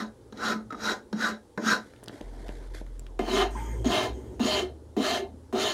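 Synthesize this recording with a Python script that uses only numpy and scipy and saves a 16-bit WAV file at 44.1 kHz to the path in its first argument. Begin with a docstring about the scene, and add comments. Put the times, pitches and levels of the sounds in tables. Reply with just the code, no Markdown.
"""Filing a wooden block at a bench

A steel hand file rasps a small wooden block held in a bench: first across its rounded end, then, after some
handling, along its flat side. Teeth and landing knocks drive the damped modes of bench, vice, block and blade;
torn fibres hiss as filtered noise, and short wavering tones glide. Touches tick and thud, hands and cloth rustle.
Outside, an engine of summed harmonics idles and pulls away; hum and far rumble are filtered noise.
"""
import sys
import numpy as np
from scipy import signal
from scipy.fft import rfft, irfft, next_fast_len
from scipy.io import wavfile
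from scipy.ndimage import uniform_filter1d, map_coordinates

SR = 44100
rng = np.random.default_rng(int(sys.argv[2]) if len(sys.argv) > 2 else 0)


def dump(signal):
    """Clip the signal to [-1, 1] and save it as 16-bit WAV at the path in sys.argv[1]."""
    limited = np.clip(np.atleast_2d(signal).T, -1, 1)
    pcm = np.round(limited * 32767).astype(np.int16)
    wavfile.write(sys.argv[1], SR, pcm)


N = 252957

# The file lands or bounces on the wood; the first seven on the rounded end, the rest on the flat side:
# t/s, bench level/dB, then vice, block and blade level/dB relative to the bench
FILE_LANDINGS = [(0.324, -39, 2.5, -3, -16.5), (0.373, -51.5, -14, 6.5, -1), (0.705, -43, 1, 3, -9),
                 (0.724, -33, 2, 0, -18), (0.748, -44.5, -12, -2, -17), (1.128, -22.5, -2.5, -11.5, -25),
                 (1.576, -24, 6.5, -3.5, -27), (3.192, -32.5, 14, 4.5, -1.5), (3.28, -28.5, 4, -4.5, -23),
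                 (3.845, -32.5, 7, -10, -2), (3.855, -22.5, 0.5, -36, -14), (4.396, -22.5, 1, -43, -19),
                 (4.966, -24, 0, -37, -24), (5.527, -26, 4, -31, -51)]


def amp(db):
    """Level law: the amplitude gain of a level in dB."""
    return 10 ** (np.asarray(db) / 20)


def unit(x):
    """Normalization: x scaled to rms 1."""
    return x / np.sqrt(np.mean(x ** 2) + 1e-20)


def along(points, hz):
    """Logarithmic interpolation: (f/Hz, value) points joined on a log-frequency axis."""
    f, v = np.transpose(points)
    return np.interp(np.log(hz + 1), np.log(f + 1), v)


def curves(rows, outside=-120):
    """Linear interpolation in time: each column after t/s sampled, with one fixed value outside the times."""
    s, *cols = np.transpose(rows)
    t = np.arange(N) / SR
    return np.array([np.interp(t, s, c, outside, outside) for c in cols])


def wobble(rate):
    """Band-limited randomness: a smooth curve through random knots, rate knots a second."""
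    knots = rng.standard_normal(int(N * rate / SR) + 4)
    return map_coordinates(knots, [np.arange(N) * rate / SR])


def filtered(x, response):
    """Linear filtering: x times a complex response, scaled so that white noise keeps its level."""
    m = next_fast_len(N + SR // 2)
    gain = response(np.fft.rfftfreq(m, 1 / SR))
    gain = gain / np.sqrt(np.mean(abs(gain) ** 2))
    return irfft(rfft(x, m) * gain, m)[..., :N]


def resonances(modes):
    """Modal superposition: damped modes (f/Hz, width/Hz, level/dB) added with alternating sign."""
    def response(f):
        total = 0
        for k, (centre, width, db) in enumerate(modes):
            damping = 1j * f * width
            total = total + (-1) ** k * amp(db) * damping / (centre * centre - f * f + damping)
        return total
    return response


def patchy(depth_db, size=(3, 6)):
    """Spectro-temporal modulation: noise of rms 1 whose strength drifts in patches of pitch and time."""
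    z = signal.stft(rng.standard_normal(N + SR), nperseg=512)[2]
    field = uniform_filter1d(rng.standard_normal(z.shape), size=size[0], axis=0)  # along pitch
    field = uniform_filter1d(field, size=size[1], axis=1)  # along time
    return unit(signal.istft(z * amp(depth_db * unit(field)), nperseg=512)[1][:N])


def end_filing():
    """Forced vibration of the upright block: the file crosses its rounded end."""
    # Pushes: touch-down t/s, build-up/s, hold/s, swell while held/(dB/s),
    # bench, vice, block and blade level/dB, teeth passing f/Hz
    end_pushes = [(-0.2, .13, 0.074, 5, -38.5, -39.5, -34.5, -42, 1362),
                  (0.324, 0.11, 0.081, 33, -41, -37.5, -33, -39.5, 1398),
                  (0.705, .14, 0.063, 42.5, -41, -36.5, -33, -37, 1427),
                  (1.128, 0.091, .06, 17.5, -38.5, -39, -31, -37, 1449),
                  (1.575, 0.1, 0.054, 38, -35.5, -34, -26.5, -32.5, 1533)]
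    # How bench, vice, block and blade follow a push: rise/(dB/s), sag while held/(dB/s), fall/(dB/s),
    # lag/s, settling level after a landing/dB, its t60/s
    end_followers = [(100, 15, 260, 0.0081, -10, 0.19), (177, -4, 240, 0.0069, -12, 0.12),
                     (352, 2, 341, 0.00087, -6.5, 0.038), (330, 14, 331, 0.0017, 2.5, 0.035)]
    # What rings with the block upright: f/Hz, width/Hz, level/dB
    end_resonances = [(219, 17.5, 6), (284, 96, -7.5), (398, 108, -7.5), (592, 113, -8), (708, 157, -11),
                      (915, 190, -14), (1010, 18, -5.5), (1273, 108, -1), (1490, 111, 0), (1620, 79, 0),
                      (1940, 314, -8.5), (3460, 260, -18), (2800, 650, -28), (3840, 187, -8),
                      (4200, 740, -16), (5560, 220, -15), (6660, 290, -17.5), (8100, 530, -33.5)]
    return filing(end_pushes, end_followers, end_resonances, FILE_LANDINGS[:7], dust_db=-4,
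                  slowing=.12, teeth_part=2, teeth_db=-17)  # the block buzzes


def side_filing():
    """Forced vibration of the block lying flat: a coarser cut excites it at a lower tooth rate."""
    # Pushes: touch-down t/s, build-up/s, hold/s, swell while held/(dB/s),
    # bench, vice, block and blade level/dB, teeth passing f/Hz
    side_pushes = [(3.192, 0.13, 0.1, 27, -42.5, -32, -33, -33.5, 420),
                   (3.848, 0.075, 0.13, -19, -37.5, -30.5, -33, -30.5, 649),
                   (4.398, 0.059, 0.14, 1, -41, -31, -35, -31.5, 641),
                   (4.967, 0.079, .12, -6.5, -39, -29, -34.5, -30.5, 668),
                   (5.526, 0.081, 0.11, -22, -39.5, -32, -34, -29.5, 670)]
    # How bench, vice, block and blade follow: rise/(dB/s), sag/(dB/s), fall/(dB/s), lag/s, settling level/dB, t60/s
    side_followers = [(49.4, 24, 67, -0.02, 1.5, 0.21), (30, 3.3, 246, 0.012, -9, 0.068),
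                      (210, 5, 346, 0.0011, -19, 0.21), (270, 12.3, 320, -0.0021, -13.5, 0.3)]
    # What rings with the block lying flat: f/Hz, width/Hz, level/dB
    side_resonances = [(227, 30, -1.5), (268.5, 28.3, 0), (374.2, 33.6, 4), (550, 264, -6.5),
                       (605.4, 97, -1), (726, 85, -4), (807, 41, -5.5), (857, 77, -10.5), (1001.2, 23, -7),
                       (1263, 105, -8), (1728, 110, -9.5), (2030, 160, -18), (2120, 28, -3.5),
                       (2415, 430, -18.5), (2755, 118, -6), (3000, 150, -4), (3098, 106, 2),
                       (3700, 280, -6.5), (4090, 340, -4.5), (4500, 590, -11.5), (6130, 2600, -20.5),
                       (6740, 580, -12.5), (9030, 480, -29.5)]
    return filing(side_pushes, side_followers, side_resonances, FILE_LANDINGS[7:], dust_db=-9,
                  slowing=.5, teeth_part=1, teeth_db=-16)  # the vice buzzes


def sliding_back():
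    """Friction noise without a tooth tone: the blade slides lightly back over its modes."""
    # Slides: touch-down t/s, build-up/s, hold/s, swell while held/(dB/s),
    # bench, vice, block and blade level/dB, teeth passing f/Hz (not sounded here)
    slide_pushes = [(3.505, 0.084, .26, -34, -52.5, -43.5, -46.5, -53, 915),
                    (4.13, 0.031, 0.34, -34, -52, -47, -63, -65, 912)]
    # How bench, vice, block and blade follow: rise/(dB/s), sag/(dB/s), fall/(dB/s), lag/s, settling level/dB, t60/s
    slide_followers = [(60, -21, 250, .001, 0, .1), (60, -17, 150, .001, 0, .1),
                       (200, 51, 300, .001, 0, .1), (29.6, -2, 300, 0.0014, 0, .1)]
    # What rings under the lightly held blade: f/Hz, width/Hz, level/dB
    slide_resonances = [(243, 34, -5), (372, 33, 9), (915, 140, -10.5), (1250, 83, -11.5), (1620, 160, -12),
                        (2110, 200, -11), (3180, 79, -10), (4760, 230, -33), (6560, 520, -16),
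                        (8600, 340, -19.5), (10700, 1500, -34), (13000, 530, -28)]
    return filing(slide_pushes, slide_followers, slide_resonances, [], dust_db=-12.0)


def filing(strokes, parts, modes, landings, dust_db, slowing=0, teeth_part=None, teeth_db=0):
    """Source-filter principle: teeth catching fibres and landing knocks drive the modes of four parts."""
    # Edges of the bands that belong to bench, vice, block and blade: f/Hz
    band_edges = [0, 320, 1000, 2500, 20000]
    # Hiss of torn fibres: f/Hz, relative level per Hz/dB
    dust_spectrum = [(2350, 2), (4000, -13), (4780, 4.5), (6110, 1), (6730, -5.5), (8130, -8), (13600, -14),
                     (15700, -69)]
    effort, teeth_hz, pace = pushes(strokes, parts, landings, slowing)

    # the faster the push, the higher the buzz
    turn = 2 * np.pi * np.cumsum(abs(teeth_hz) * (1 + 0.04016 * wobble(70))) / SR
    uneven_db = 2.5 * wobble(40)
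    buzz = pace * amp(teeth_db + uneven_db) * (np.sin(turn) + 0.33 * np.sin(2 * turn))
    chatter = unit(amp(0.33 * wobble(60) + 0.64 * wobble(500)))  # the teeth bite unevenly

    bounce = amp(-60 * np.arange(SR // 20) / SR / 0.0067)  # the blade rattles briefly as it settles
    blow = 6 * (np.arange(len(bounce)) == 0)  # the first contact is one firm push
    out = np.zeros(N)
    for part, (lo, hi) in enumerate(zip(band_edges, band_edges[1:])):
        # the contact travels along the blade, feeding now one mode, now another
        drive = chatter * patchy(depth_db=3, size=(7, 10))
        if part == teeth_part:
            drive = drive + buzz
        force = effort[part] * drive
        for s, db, *rel_db in landings:
            at = round(s * SR)
            knock = bounce * (blow + rng.standard_normal(len(bounce)))
            force[at:at + len(bounce)] += amp(db + [0, *rel_db][part] - 2.0) * knock
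        part_modes = [mode for mode in modes if lo <= mode[0] < hi]
        out += filtered(force, resonances(part_modes))

    dust = filtered(patchy(depth_db=1.6), lambda hz: amp(along(dust_spectrum, hz)))
    return out + amp(dust_db) * effort[-1] * chatter * dust


def pushes(strokes, parts, landings, slowing):
    """Exponential envelopes: force builds after touch-down, holds and dies; each landing settles."""
    rounding_s = 0.041  # the hand eases from one phase into the next
    arc_s = .13  # the teeth pass fastest in mid-push and slowest this far from it
    t = np.arange(N) / SR
    effort, teeth_hz, pace = np.zeros((len(parts), N)), np.zeros(N), np.zeros(N)
    for s, build_s, hold_s, swell, *levels_db, hz in strokes:
        for k, (rise, sag, fall, lag_s, *_) in enumerate(parts):
            u = t - s - build_s - lag_s  # time since the hold began
            shape_db = rise * np.minimum(u, 0)
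            shape_db += (swell - sag) * np.clip(u, 0, hold_s)
            shape_db -= fall * np.maximum(u - hold_s, 0)
            shape = amp(uniform_filter1d(shape_db, size=int(rounding_s * SR)))
            effort[k] += (t >= s) * amp(levels_db[k]) * shape
        from_middle = (t - s - build_s - hold_s / 2) / arc_s
        speed = np.cos(np.pi / 2 * np.clip(from_middle, -1, 1))
        pace = np.where(t >= s, speed, pace)
        teeth_hz = np.where(t >= s, hz * (1 - slowing * (1 - speed)), teeth_hz)
    for s, db, *rel_db in landings:
        for k, (*_, settle_db, t60) in enumerate(parts):
            effort[k] += (t >= s) * amp(db + [0, *rel_db][k] + settle_db - 60 * abs(t - s) / t60)
    return effort, teeth_hz, pace


def singing():
    """Frequency modulation: a wavering tone swells, glides and dies: bench ring, blade whistle, tooth buzz or bounce."""
    # Tones: loudest t/s, f/Hz, glide/(Hz/s), waver as a share of f, level/dB, rise/(dB/s), fall/(dB/s)
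    sung_tones = [(0.545, 1293, -300, 0.021, -38, 304, 300), (0.547, 219, -19, 0.0085, -31.5, 900, 202),
                  (0.707, 1291, -100, .02, -36, 6000, 450), (0.724, 1291, -100, .02, -36, 5000, 700),
                  (0.746, 1291, -100, .02, -39, 5000, 700), (1.141, 219, -20, .01, -36.5, 2000, 400),
                  (1.32, 219, -20, 0.0093, -40.5, 90, 248), (1.7, 219, -19.5, .01, -31, 300, 300),
                  (3.405, 713, 1399.5, .015, -29, 332, 258), (3.553, 915, 100, 0.054, -36.5, 3000, 107),
                  (4.635, 369, -50, 0.016, -28.5, 402, 400), (5.21, 391.3, -50.5, 0.016, -30, 400, 400)]
    out, t = np.zeros(N), np.arange(N) / SR
    for s, hz, glide, waver, db, rise, fall in sung_tones:
        gliding_hz = hz + glide * np.clip(t - s, -.1, .1)
        turn = 2 * np.pi * np.cumsum(gliding_hz * (1 + waver * wobble(220))) / SR
        swell_db = np.where(t < s, rise, -fall) * (t - s)
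        flutter_db = 3 * wobble(110)
        out += np.sqrt(2) * amp(db + swell_db + flutter_db) * np.sin(turn)
    return out


def touches():
    """Impact excitation: tools and hands tick around a pitch of their own and thud in the bench."""
    # Touches: t/s, tick peak level/dB, tick f/Hz, thud level relative to the tick/dB
    touch_events = [(1.9362, -42.5, 1520, -10), (1.9628, -47, 2200, -19), (2.029, -45, 1620, 2),
                    (2.036, -40, 8600, -23), (2.0405, -36, 9900, -31), (2.06, -42, 4760, -11),
                    (2.0768, -39, 1640, 1.5), (2.0825, -26.5, 4030, -20), (2.095, -37, 1780, 0.5),
                    (2.1276, -42, 1760, -5), (2.2082, -40, 1940, 3), (2.2119, -37, 3570, 5),
                    (2.4826, -36.5, 4020, -10), (2.491, -32, 1510, 1.5), (2.8135, -55, 1620, 20.5),
                    (2.8653, -46, 2300, -24), (2.9948, -34, 7700, -24), (3.019, -58, 1590, 11),
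                    (3.0664, -37.5, 3500, -30)]
    ticks, blows, t = np.zeros(N), np.zeros(N), np.arange(SR // 20) / SR
    for s, db, hz, thud_db in touch_events:
        at = round(s * SR)
        crack = amp(-60 * t / 0.0072) * rng.standard_normal(len(t))
        # two decays: one lasts three periods, the other a fixed 6.2 ms
        body = np.sin(2 * np.pi * hz * t) * (amp(-60 * t * hz / 3) + 0.27 * amp(-60 * t / 0.0062))
        tick = np.convolve(crack, body)[:len(t)]
        ticks[at:at + len(t)] += amp(db) * tick / abs(tick).max()
        blows[at:at + len(t)] += amp(db + thud_db + 7.5) * amp(-60 * t / 0.00071)  # one firm push
    bench = resonances([(258, 300, 10.1), (420, 210, 12.3), (596, 89, 9.5), (933, 140, 0.5)])
    return ticks + filtered(blows, bench)


def handling():
    """Filtered friction noise: grainy rustle of skin and cloth on wood."""
    # Hands and cloth brush about: t/s, low rustle level/dB, high rustle level/dB
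    rustle_levels = [(1.8, -53, -64), (1.87, -84, -63), (2.06, -56, -72.5), (2.14, -51.5, -55),
                     (2.26, -52, -64), (2.5, -50.5, -57), (2.62, -52, -61), (2.735, -61, -64),
                     (2.745, -47, -47.5), (2.79, -61, -53.5), (2.84, -83, -69.5), (3.04, -68, -72),
                     (3.19, -59, -79)]
    low_db, high_db = curves(rustle_levels)
    wood = resonances([(277, 85, -0.5), (440, 155, -1), (696, 220, -3), (980, 160, -5.0)])
    low = filtered(patchy(depth_db=5.0), lambda hz: wood(hz) / (1 + (hz / 1500) ** 2))
    # cloth spectrum: f/Hz, relative level/dB
    cloth = [(800, -26.0), (1500, 1.0), (2100, -2.5), (2700, -16.0), (3300, -7.0), (6000, -13.0),
             (12000, -19), (13200, -46)]
    high = filtered(patchy(depth_db=1.5), lambda hz: amp(along(cloth, hz)))
    grain = unit(amp(2.3 * wobble(200)))
    return amp(low_db) * low + amp(high_db) * grain * high


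def engine():
    """Harmonic series: slightly unsteady low multiples of the engine's firing rate."""
    # The engine outside: t/s, firing rate f/Hz, level/dB
    engine_course = [(2.2, 40.6, -52), (2.25, 42.2, -34.5), (2.4, 43.25, -33.5), (3.25, 42.1, -33.5),
                     (3.4, 47, -30.5), (3.61, 54.3, -30.5), (3.82, 56.5, -26.5), (3.91, 57.7, -32),
                     (3.99, 60.4, -64), (4.13, 61.8, -28.5), (4.25, 66.3, -45), (4.3, 66.9, -40),
                     (4.43, 69.6, -46), (4.69, 73, -40), (5.02, 78.7, -52), (5.36, 79.4, -45),
                     (5.74, 80, -59)]
    # Multiples 1-4 of the firing rate: relative level/dB
    order_levels = [-2.5, -23.5, -26.5, -41.5]
    hz, db = curves(engine_course)
    turn = 2 * np.pi * np.cumsum(abs(hz)) / SR
    tones = np.zeros(N)
    for k, level in enumerate(order_levels, 1):
        tones += amp(level + 1.2 * wobble(18)) * np.sin(k * turn + k)
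    return np.sqrt(2) * amp(db) * tones


def workshop():
    """Spectral shaping of noise: steady hum of the room and a wandering rumble from the street."""
    # Workshop hum: f/Hz, relative level per Hz/dB
    hum_spectrum = [(15, -52), (25, -11), (74, -4.5), (104, -10.5), (151, -16), (256, -9), (508, -10),
                    (735, -28), (817, -16.5), (1060, -26.5), (1150, -26.5), (2610, -39), (3230, -36),
                    (10100, -38.5), (13800, -52)]
    # Far traffic: t/s, level/dB
    rumble_levels = [(0.0, -58), (0.8, -54.5), (1.4, -71), (2.1, -55.5), (3.4, -59.5), (3.8, -40.5),
                     (4.64, -48.5), (5.2, -60), (5.74, -50.5)]
    hum = filtered(patchy(depth_db=1.4), lambda hz: amp(along(hum_spectrum, hz)))
    walls = resonances([(52.7, 10.5, -0.28), (114.8, 26, -0.72)])  # the walls let two low bands through
    street = unit(filtered(rng.standard_normal(N), lambda hz: walls(hz) ** 2))
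    road = resonances([(242, 150, -4.0), (417, 250, -1)])  # tyres and exhausts
    drone = unit(filtered(patchy(depth_db=3), lambda hz: road(hz) ** 2))
    rumble = amp(curves(rumble_levels)[0]) * (street + amp(-3.5) * drone)
    return amp(-55) * unit(hum) + rumble


def echo(x):
    """Frequency-dependent reverberation: each frequency of the walls' answer dies at its own speed."""
    # Decay of the walls' answer: f/Hz, t60/s
    wall_decay = [(200, 0.24), (2000, 0.19), (10000, 0.034)]
    hz, t, z = signal.stft(rng.standard_normal(SR // 2), SR, nperseg=256)
    decay = amp(-60 * t / along(wall_decay, hz)[:, None])
    tail = signal.istft(z * decay, SR, nperseg=256)[1]
    return signal.fftconvolve(x, tail / np.linalg.norm(tail))[:N]


def scene():
    """Superposition: all sources add at one microphone, copied to both channels."""
    near = end_filing() + side_filing() + sliding_back() + singing() + touches()
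    mono = near + amp(-11.5) * echo(near) + handling() + engine() + workshop()
    return np.tile(mono, (2, 1))


def record(dry):
    """Band limiting: the microphone loses the deepest bass, the recorder all above its limit."""
    top_hz = 15800
    m = next_fast_len(N + SR // 2)
    hz = np.fft.rfftfreq(m, 1 / SR)
    bass = (hz / (hz - 30j)) ** 2  # two high-passes at 30 Hz
    return irfft(rfft(dry, m) * bass * (hz < top_hz), m)[:, :N]


dry = scene()
out = record(dry)
dump(out)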